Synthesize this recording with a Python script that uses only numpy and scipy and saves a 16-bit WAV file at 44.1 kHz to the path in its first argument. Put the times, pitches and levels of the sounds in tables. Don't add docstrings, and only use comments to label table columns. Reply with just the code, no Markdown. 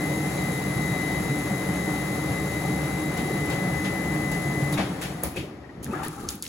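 import sys
import numpy as np
from scipy import signal
from scipy.fft import rfft, irfft
from scipy.io import wavfile
from scipy.ndimage import uniform_filter1d, map_coordinates

SR = 44100
rng = np.random.default_rng(int(sys.argv[2]) if len(sys.argv) > 2 else 0)


def store_pcm(level_fs):
    pcm = np.round(np.clip(level_fs, -1, 1) * 32767).astype(np.int16)
    wavfile.write(sys.argv[1], SR, np.atleast_2d(pcm).T)


N = 285768
T = np.arange(N) / SR
FREQS = np.arange(N // 2 + 1) * SR / N
MAINS_HZ, POWER_OFF_S, COAST_S = 50, 4.728, 0.75
SINCE_CUT_S = np.maximum(T - POWER_OFF_S, 0)
DRUM_SPEED = np.maximum(1 - SINCE_CUT_S / COAST_S, 0)

# (pitch [Hz], width [Hz], level [dB])
TUB_MODES = [(76.3, 9.9, -7.5), (100, 7.8, -15.5), (135, 15.4, -2.5), (148.1, 6.6, 2), (183.3, 20.4, -0.5),
             (248.5, 19, -12), (303.2, 22, -2), (341, 34, -16), (422, 29.5, -9.5)]
# (pitch [Hz], width [Hz], level [dB])
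DRUM_AIR_MODES = [(350, 100, -2.5), (853, 140, 2), (1295, 170, 2), (1700, 210, -2.5)]
# (time [s], rumble [dB], water [dB], attack [s], hold [s], decay [s])
WAVES = [(4.768, -31, -29, 0.019, 0.0093, 0.027), (5.224, -27.5, -37, 0.0058, 0.011, 0.049),
         (5.356, -31.5, -67, 0.019, .02, 0.087), (5.752, -36, -56, 0.024, 0.041, 0.099),
         (5.85, -34, -48, 0.034, 0.038, 0.053), (5.916, -37.5, -39.5, 0.019, 0.11, 0.055),
         (6.104, -35.5, -49.5, 0.087, 0.09, 0.072)]
# (frequency [Hz], level [dB])
RUMBLE_EQ = [(15, -44), (35, -49), (60, 0.5), (130, -1.5), (330, 0), (480, -10.5), (800, -24.5),
             (2000, -57)]
CHURN_EQ = [(250, -13.5), (450, -0.5), (565, 3.5), (620, 1), (750, 4), (920, -3.5), (1250, -4),
            (1520, -8.5), (1850, -4), (2500, -12), (3500, -16.5), (5200, -20), (9000, -31), (16000, -44)]
SLOSH_EQ = [(100, -13), (350, 5), (1800, -1.5), (3000, 1), (6000, -10), (16000, -28)]
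# (time [s], loudest partial [Hz], level [dB])
WHINE_CURVE = [(0, 2045, -36), (.1, 2034, -38), (.29, 2050, -37), (.35, 2045, -42), (.39, 2036, -37),
               (.7, 2032, -37.5), (1.0, 2029, -34), (1.16, 2026, -33.5), (1.22, 2040, -38.5),
               (1.3, 2033, -35), (1.36, 2034, -38), (1.83, 2030, -37), (2.27, 2036, -39),
               (2.34, 2036, -36.5), (2.46, 2035, -38), (3.15, 2034, -38.5), (3.52, 2019, -34.5),
               (4.72, 2019, -34.5)]
# (slot harmonic, sideband [steps of twice the mains], level [dB], heavy-load trim [dB])
WHINE_PARTIALS = [(1, 1, -1, 0), (1, 0, -9.5, -11.5), (1, -1, -22, 5), (2, 0, -18, -11), (2, -1, -23, -9),
                  (2, 1, -31, 0), (2, 2, -24, -3)]
# (frequency [Hz], level [dB])
BRUSH_EQ = [(1500, -50), (3500, -3), (5400, -6.5), (6700, -2), (7700, 0.5), (8600, -9.5), (10100, 3.5),
            (10800, -3), (12000, -3.5), (13900, -6.5), (14900, -9.5), (15700, -8.5)]
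# (pitch [Hz], width [Hz], level [dB])
HOLDER_MODES = [(6550, 14, 7.5), (7280, 30, -3.5), (7790, 33, 6), (10169, 27, -0.5),
                (10600, 20, -3), (10740, 19, 8.5), (11260, 40, 5)]
# (time [s], level [dB], pitch [Hz])
THUDS = [(0.266, -18.5, 170), (0.76, -20, 137.7), (0.91, -20.5, 137), (1.17, -19, 148), (1.29, -25, 140),
         (1.508, -19, 183.6), (2.306, -20, 145.8), (3.256, -19.5, 335), (3.306, -20, 350),
         (3.65, -20, 132.3), (4.29, -37, 45), (4.622, -19.5, 143.2), (4.791, -20, 178.4),
         (5.15, -25.5, 174), (5.231, -26, 173), (5.25, -34, 77.4), (5.862, -31, 135), (5.896, -28.5, 215),
         (6.24, -31, 240), (6.083, -28.5, 151), (6.27, -34, 68), (6.343, -29, 199.7)]
# (time [s], slap [dB], spray [dB], mist [dB], decay [s])
SPLASHES = [(3.1712, -25, -42, -55, 0.027), (3.4997, -23, -42, -55, 0.04), (3.8442, -21.5, -50, -55, 0.035),
            (4.3146, -31, -38.5, -50, 0.035), (4.725, -28, -33.5, -41, 0.022),
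            (4.777, -19.5, -51, -55, 0.065), (5.015, -21.5, -38, -45, 0.054),
            (5.233, -39, -37.5, -32.5, 0.042), (5.362, -29, -44, -61, 0.053), (5.829, -55, -44, -58, 0.046),
            (6.032, -30, -42.5, -50, 0.047), (6.289, -37.5, -38, -57, 0.05), (6.4278, -40, -42, -50, 0.072)]
# (frequency [Hz], level [dB])
SLAP_EQ = [(500, -13), (1600, 5.5), (2400, 5.5), (3500, 4), (6000, -6), (10000, -9), (16000, -35)]
SPRAY_EQ = [(1500, -9), (4000, -0.5), (5500, -3), (7500, 2), (10000, 1), (12500, -4), (16000, -9)]
MIST_EQ = [(4000, -35), (7500, -16), (9500, 1), (11500, 2), (15500, -4)]
# (time [s], level [dB], centre [Hz])
DROPS = [(5.2346, -8, 11000), (5.8433, -21.5, 7900), (5.864, -35, 1900), (6.0337, -30, 2400),
         (6.049, -24, 10500), (6.072, -31, 3400), (6.082, -18, 9300), (6.2876, -13, 5340),
         (6.2892, -16, 3900), (6.3043, -20, 10200), (6.353, -27, 11900), (6.4236, -14.5, 7630),
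         (6.428, -26, 4200), (6.441, -27, 7000), (6.452, -30, 2800), (6.464, -27, 2700), (6.477, -30, 5000)]
# (time [s], length [s], lowest pitch [Hz], highest pitch [Hz], level [dB])
BUBBLE_CLOUDS = [(4.774, .045, 1890, 2900, -36), (4.778, .045, 400, 1500, -33),
                 (5.362, .1, 2020, 3420, -50), (5.361, 0.11, 296, 610, -39.5), (5.871, 0.07, 219, 750, -42),
                 (5.938, .13, 1050, 2000, -50), (6.063, .04, 226, 424, -36.5),
                 (6.232, 0.049, 260, 472, -37.5)]
# (time [s], level [dB], starting pitch [Hz], decay [s])
GLUGS = [(5.642, -41, 1750, .004), (5.691, -41, 1800, .004), (5.863, -37, 1650, 0.0033),
         (5.893, -37, 820, .012), (5.909, -39.5, 2480, .007), (5.925, -25, 350, 0.01),
         (5.931, -26, 1190, 0.012), (5.945, -35, 1620, 0.0205), (5.956, -35, 670, .012),
         (6.004, -32, 720, 0.009), (6.014, -35, 1100, .012), (6.029, -29, 790, 0.0096),
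         (6.043, -34, 1720, 0.0097), (6.063, -36.5, 1180, 0.0099), (6.158, -43, 750, 0.019),
         (6.242, -37, 1130, 0.013)]
# (time [s], level [dB], decay [s])
FIZZES = [(4.779, -43, .03), (5.361, -36, 0.048)]
# (frequency [Hz], level [dB])
SUDS_EQ = [(1500, -30), (2050, -5), (2600, 2), (3400, -7), (4800, -13), (9000, -35)]
# (pitch [Hz], level [dB])
HUM_TONES = [(148.3, -41), (301, -45), (565, -51.5), (751, -54.5)]
# (time [s], hold [s], pitch [Hz], width [Hz], level [dB])
SQUEAKS = [(0.342, .03, 3990, 30, -49), (4.731, .005, 3780, 220, -40), (5.108, .05, 3780, 160, -62),
           (5.127, 0.06, 1997, 50, -52)]
# (pitch [Hz], width [Hz], level [dB])
POOL_MODES = [(817, 27, 0.5), (1220, 62, 0), (1350, 54, -3), (1623, 30, -10)]
# (frequency [Hz], left minus right [dB])
STEREO_BALANCE = [(60, 7.5), (110, 2.5), (160, -1), (350, 0), (600, 6), (1300, 4.5), (2050, 7.5), (2600, 3),
                  (3900, 4), (5200, -0.5), (16000, 0.5)]
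# (frequency [Hz], lead of the left side [rad])
STEREO_PHASE = [(0, 0), (300, -.08), (1000, .2), (2050, .7), (4500, .6), (6500, -.3), (8500, -3.14),
                (10900, -6.28), (13400, -9.42), (16000, -12.6)]
# (frequency [Hz], level [dB])
SCATTER_EQ = [(60, -21), (250, -18.5), (600, -5.5), (1500, -2), (4500, 14.5), (7000, -8), (16000, -103)]


def drum():
    rumble_waves = water_waves = 0
    for start, rumble_db, water_db, attack, hold, decay in WAVES:
        swell = burst(start, attack, decay, hold)
        rumble_waves += undb(rumble_db) * swell
        water_waves += undb(water_db) * swell
    rumble_bed = np.hypot(undb(-29 - 14.5 * SINCE_CUT_S + 0.63 * walk(14)), undb(-42.5))
    water_bed = undb(-36.5 - 15.5 * SINCE_CUT_S)
    turning = np.interp(DRUM_SPEED, [0, 1], [.3, 1])
    tub = waver(ring(TUB_MODES, 900, 2.65), depth=0.01484, rate=9)
    tub = unit(signal.sosfilt(signal.butter(2, [55, 520], "band", fs=SR, output="sos"), tub))
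    pelting = colour(patter(1500, 3.2), RUMBLE_EQ)
    rumble = unit(tub * turning + undb(-9) * pelting * (2 - turning))
    churn = colour(patter(7000, 3.07) * undb(1.2 * walk(35)), CHURN_EQ)
    drum_air = waver(ring(DRUM_AIR_MODES, 1200, 2.5), depth=.05, rate=25)
    slosh = colour(drum_air, SLOSH_EQ)
    fallen = np.interp(T, [5.8, 5.93], [.05, .92])
    water = undb(1.5) * np.sqrt(1 - fallen) * churn + undb(2.5) * np.sqrt(fallen) * slosh
    return np.hypot(rumble_bed, rumble_waves) * rumble + np.hypot(water_bed, water_waves) * water


def motor_whine(tug_sag_hz=2.5, tug_db=.9, flutter_depth=.11):
    pitch_hz, db = curves(WHINE_CURVE)
    tug = walk(24)
    slot_hz = pitch_hz - 2 * MAINS_HZ - tug_sag_hz * tug
    slot_phase = 2 * np.pi * np.cumsum(slot_hz) / SR
    heavy_load = np.interp(T, [3.3, 3.7], [0, 1])
    out = 0
    for harmonic, sideband, partial_db, load_db in WHINE_PARTIALS:
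        phase = harmonic * slot_phase + sideband * 4 * np.pi * MAINS_HZ * T + 2 * np.pi * rng.random()
        flutter = 1 + flutter_depth * harmonic * (walk(55) + 1j * walk(55))
        out += undb(partial_db + load_db * heavy_load) * np.imag(flutter * np.exp(1j * phase))
    return np.sqrt(2) * out * undb(db + tug_db * tug) * np.exp(-SINCE_CUT_S / 0.0099)


def brushes(ease_db_per_s=0.56, hush_db=-73):
    mains_phase = 2 * np.pi * MAINS_HZ * T
    powered = T < POWER_OFF_S
    pulsing = 1 + powered * (0.14 * np.cos(2 * mains_phase) + 0.12 * np.cos(mains_phase))
    scrape = colour(patter(25000, 1.8) * pulsing, BRUSH_EQ)
    holders = ring(HOLDER_MODES, 9000, 1)
    running = undb(-40.5 - ease_db_per_s * T)
    coasting = undb(-48.5) * np.sqrt(DRUM_SPEED) + undb(hush_db)
    return (scrape + undb(-7.5) * holders) * np.where(powered, running, coasting) * undb(.5 * walk(16))


def thuds(attack_cycles=1.1, decay_cycles=2.2):
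    out = np.zeros(N)
    for start, db, hz in THUDS:
        envelope = burst(start, attack_cycles / hz, decay_cycles / hz)
        out += undb(db) * envelope * np.sin(2 * np.pi * (hz * T + rng.random()))
    return out


def splashes():
    slap = spray = mist = 0
    for start, slap_db, spray_db, mist_db, decay in SPLASHES:
        slap += undb(slap_db) * burst(start - .004, 0.0043, decay)
        spray += undb(spray_db) * burst(start - .002, 0.0021, decay)
        mist += undb(mist_db) * burst(start, 0.003, decay)
    mist *= colour(patter(9000, 3.2), MIST_EQ)
    runoff = burst(start=5.88, attack=0.055, decay=0.035, hold=0.38)
    trickle = runoff * undb(-50 + 3.4 * walk(50)) * colour(patter(5000, 6.6), SPRAY_EQ)
    slap *= undb(-11.5) * colour(patter(5600, 4.3), SLAP_EQ)
    spray *= undb(3) * colour(patter(6000, 4.5), SPRAY_EQ)
    return slap + spray + mist + trickle


def drops():
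    out = np.zeros(N)
    for start, db, hz in DROPS:
        impact = burst(start + 0.00036, 0.00081, 0.00078) * rng.standard_normal(N)
        snap = resonate(resonate(impact, hz, hz * 0.75), hz, hz)
        snap = signal.sosfilt(signal.butter(2, hz, "high", fs=SR, output="sos"), snap)
        out += undb(db) * snap / np.abs(snap).max()
    return out


def gurgles(bubbles=48, decay_cycles=8.4, glide=0.08):
    out = np.zeros(N)
    age = np.arange(SR // 6) / SR
    for start, length, low_hz, high_hz, db in BUBBLE_CLOUDS:
        cloud = np.zeros(N)
        for when, height, strength in rng.random((bubbles, 3)):
            hz = low_hz * (high_hz / low_hz) ** height
            life = age * hz / decay_cycles
            phase = 2 * np.pi * np.cumsum(hz * (1 + glide * np.tanh(life / 2))) / SR
            bubble = strength ** 2 * (1 - when / 2) * np.exp(-life) * np.sin(phase)
            onset = min(int((start + when ** 2 * length) * SR), N - 1)
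            cloud[onset:onset + len(age)] += bubble[:N - onset]
        out += undb(db) * unit(cloud) * np.sqrt(length * SR / N)
    return out


def glugs(glide=0.132):
    out = np.zeros(N)
    for start, db, hz, decay in GLUGS:
        pitch_hz = hz * (1 + glide * np.tanh(np.maximum(T - start, 0) / (2 * decay)))
        envelope = burst(start, 0.43 * decay, decay)
        out += undb(db) * envelope * np.sin(2 * np.pi * np.cumsum(pitch_hz) / SR)
    return out


def suds_fizz():
    envelope = sum(undb(db) * burst(start, .005, decay) for start, db, decay in FIZZES)
    return envelope * colour(patter(9000, 2.8), SUDS_EQ)


def motor_hum():
    tones = 0
    for hz, db in HUM_TONES:
        level = undb(db + 3.2 * walk(9.8))
        pitch_hz = hz + 3.01 * walk(12)
        tones += level * np.sin(2 * np.pi * np.cumsum(pitch_hz) / SR)
    return np.sqrt(2) * tones * np.exp(-SINCE_CUT_S / 0.13)


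def motor_squeaks():
    out = np.zeros(N)
    for start, hold, hz, width, db in SQUEAKS:
        tone = unit(resonate(resonate(rng.standard_normal(N), hz, width), hz, width))
        out += undb(db) * burst(start, .006, 0.019, hold) * tone
    return out


def settling_pool():
    flow = burst(start=6.02, attack=0.13, decay=0.14, hold=0.088)
    return undb(-47) * flow * waver(ring(POOL_MODES, 160, 2.9), depth=0.0117, rate=20)


def stereo(x, scatter_db):
    echoes = rng.standard_normal((2, N)) * burst(0.0024, 0.00063, 0.0093)
    echoes = rfft(echoes / np.sqrt(np.sum(echoes ** 2, axis=1, keepdims=True)))
    send = undb(eq_curve(SCATTER_EQ) + scatter_db)
    lead = np.interp(FREQS, *np.transpose(STEREO_PHASE))
    sides = np.array([[.5], [-.5]])
    paths = np.exp(1j * sides * lead) + send * echoes
    paths /= np.sqrt(np.mean(np.abs(paths) ** 2, axis=0))
    balance = undb(sides * eq_curve(STEREO_BALANCE))
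    response = np.fft.fftshift(irfft(paths * balance, N), axes=1)
    return signal.fftconvolve(x[None], response, axes=1)[:, N // 2:N // 2 + N]


def ring(modes, rate, spread_db):
    return unit(sum(undb(db) * resonate(unit(patter(rate, spread_db)), hz, width)
                    for hz, width, db in modes))


def patter(rate, spread_db):
    sizes = undb(spread_db * np.minimum(rng.exponential(size=N), 4))
    return (rng.random(N) < rate / SR) * rng.choice([-1, 1], N) * sizes


def waver(x, depth, rate):
    position = np.arange(N) + np.cumsum(depth * walk(rate))
    return unit(map_coordinates(x, [position], order=3, mode="mirror"))


def burst(start, attack, decay, hold=0):
    age = T - start
    return np.clip(age / attack, 0, 1) * np.exp(-np.clip((age - attack - hold) / decay, 0, 20))


def walk(rate):
    count = int(SR / rate)
    steps = np.repeat(rng.standard_normal(N // count + 1), count)[:N]
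    return 1.337 * uniform_filter1d(uniform_filter1d(steps, count), count)


def resonate(x, hz, width):
    return signal.lfilter(*signal.iirpeak(min(hz, .45 * SR), hz / min(width, .4 * SR), fs=SR), x)


def colour(x, eq):
    return unit(irfft(rfft(x) * undb(eq_curve(eq)), N))


def eq_curve(eq):
    hz, db = np.transpose(eq)
    return np.interp(np.log(FREQS + 1), np.log(hz), db)


def curves(table):
    times, *columns = np.transpose(table)
    return [np.interp(T, times, column) for column in columns]


def undb(db):
    return 10 ** (np.asarray(db) / 20)


def unit(x):
    return x / np.sqrt(np.mean(x ** 2))


def scene():
    spread = sum(stereo(drum() + brushes() + splashes(), scatter_db=2) for _ in range(3)) / np.sqrt(3)
    direct = stereo(motor_whine() + motor_squeaks() + motor_hum() + drops(), scatter_db=-22)
    water = stereo(thuds() + gurgles() + glugs() + settling_pool() + suds_fizz(), scatter_db=-2)
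    return spread + direct + water


def record(dry, top_hz=15800):
    return signal.sosfilt(signal.ellip(10, .2, 70, top_hz, fs=SR, output="sos"), dry)


dry = scene()
out = record(dry)
store_pcm(out)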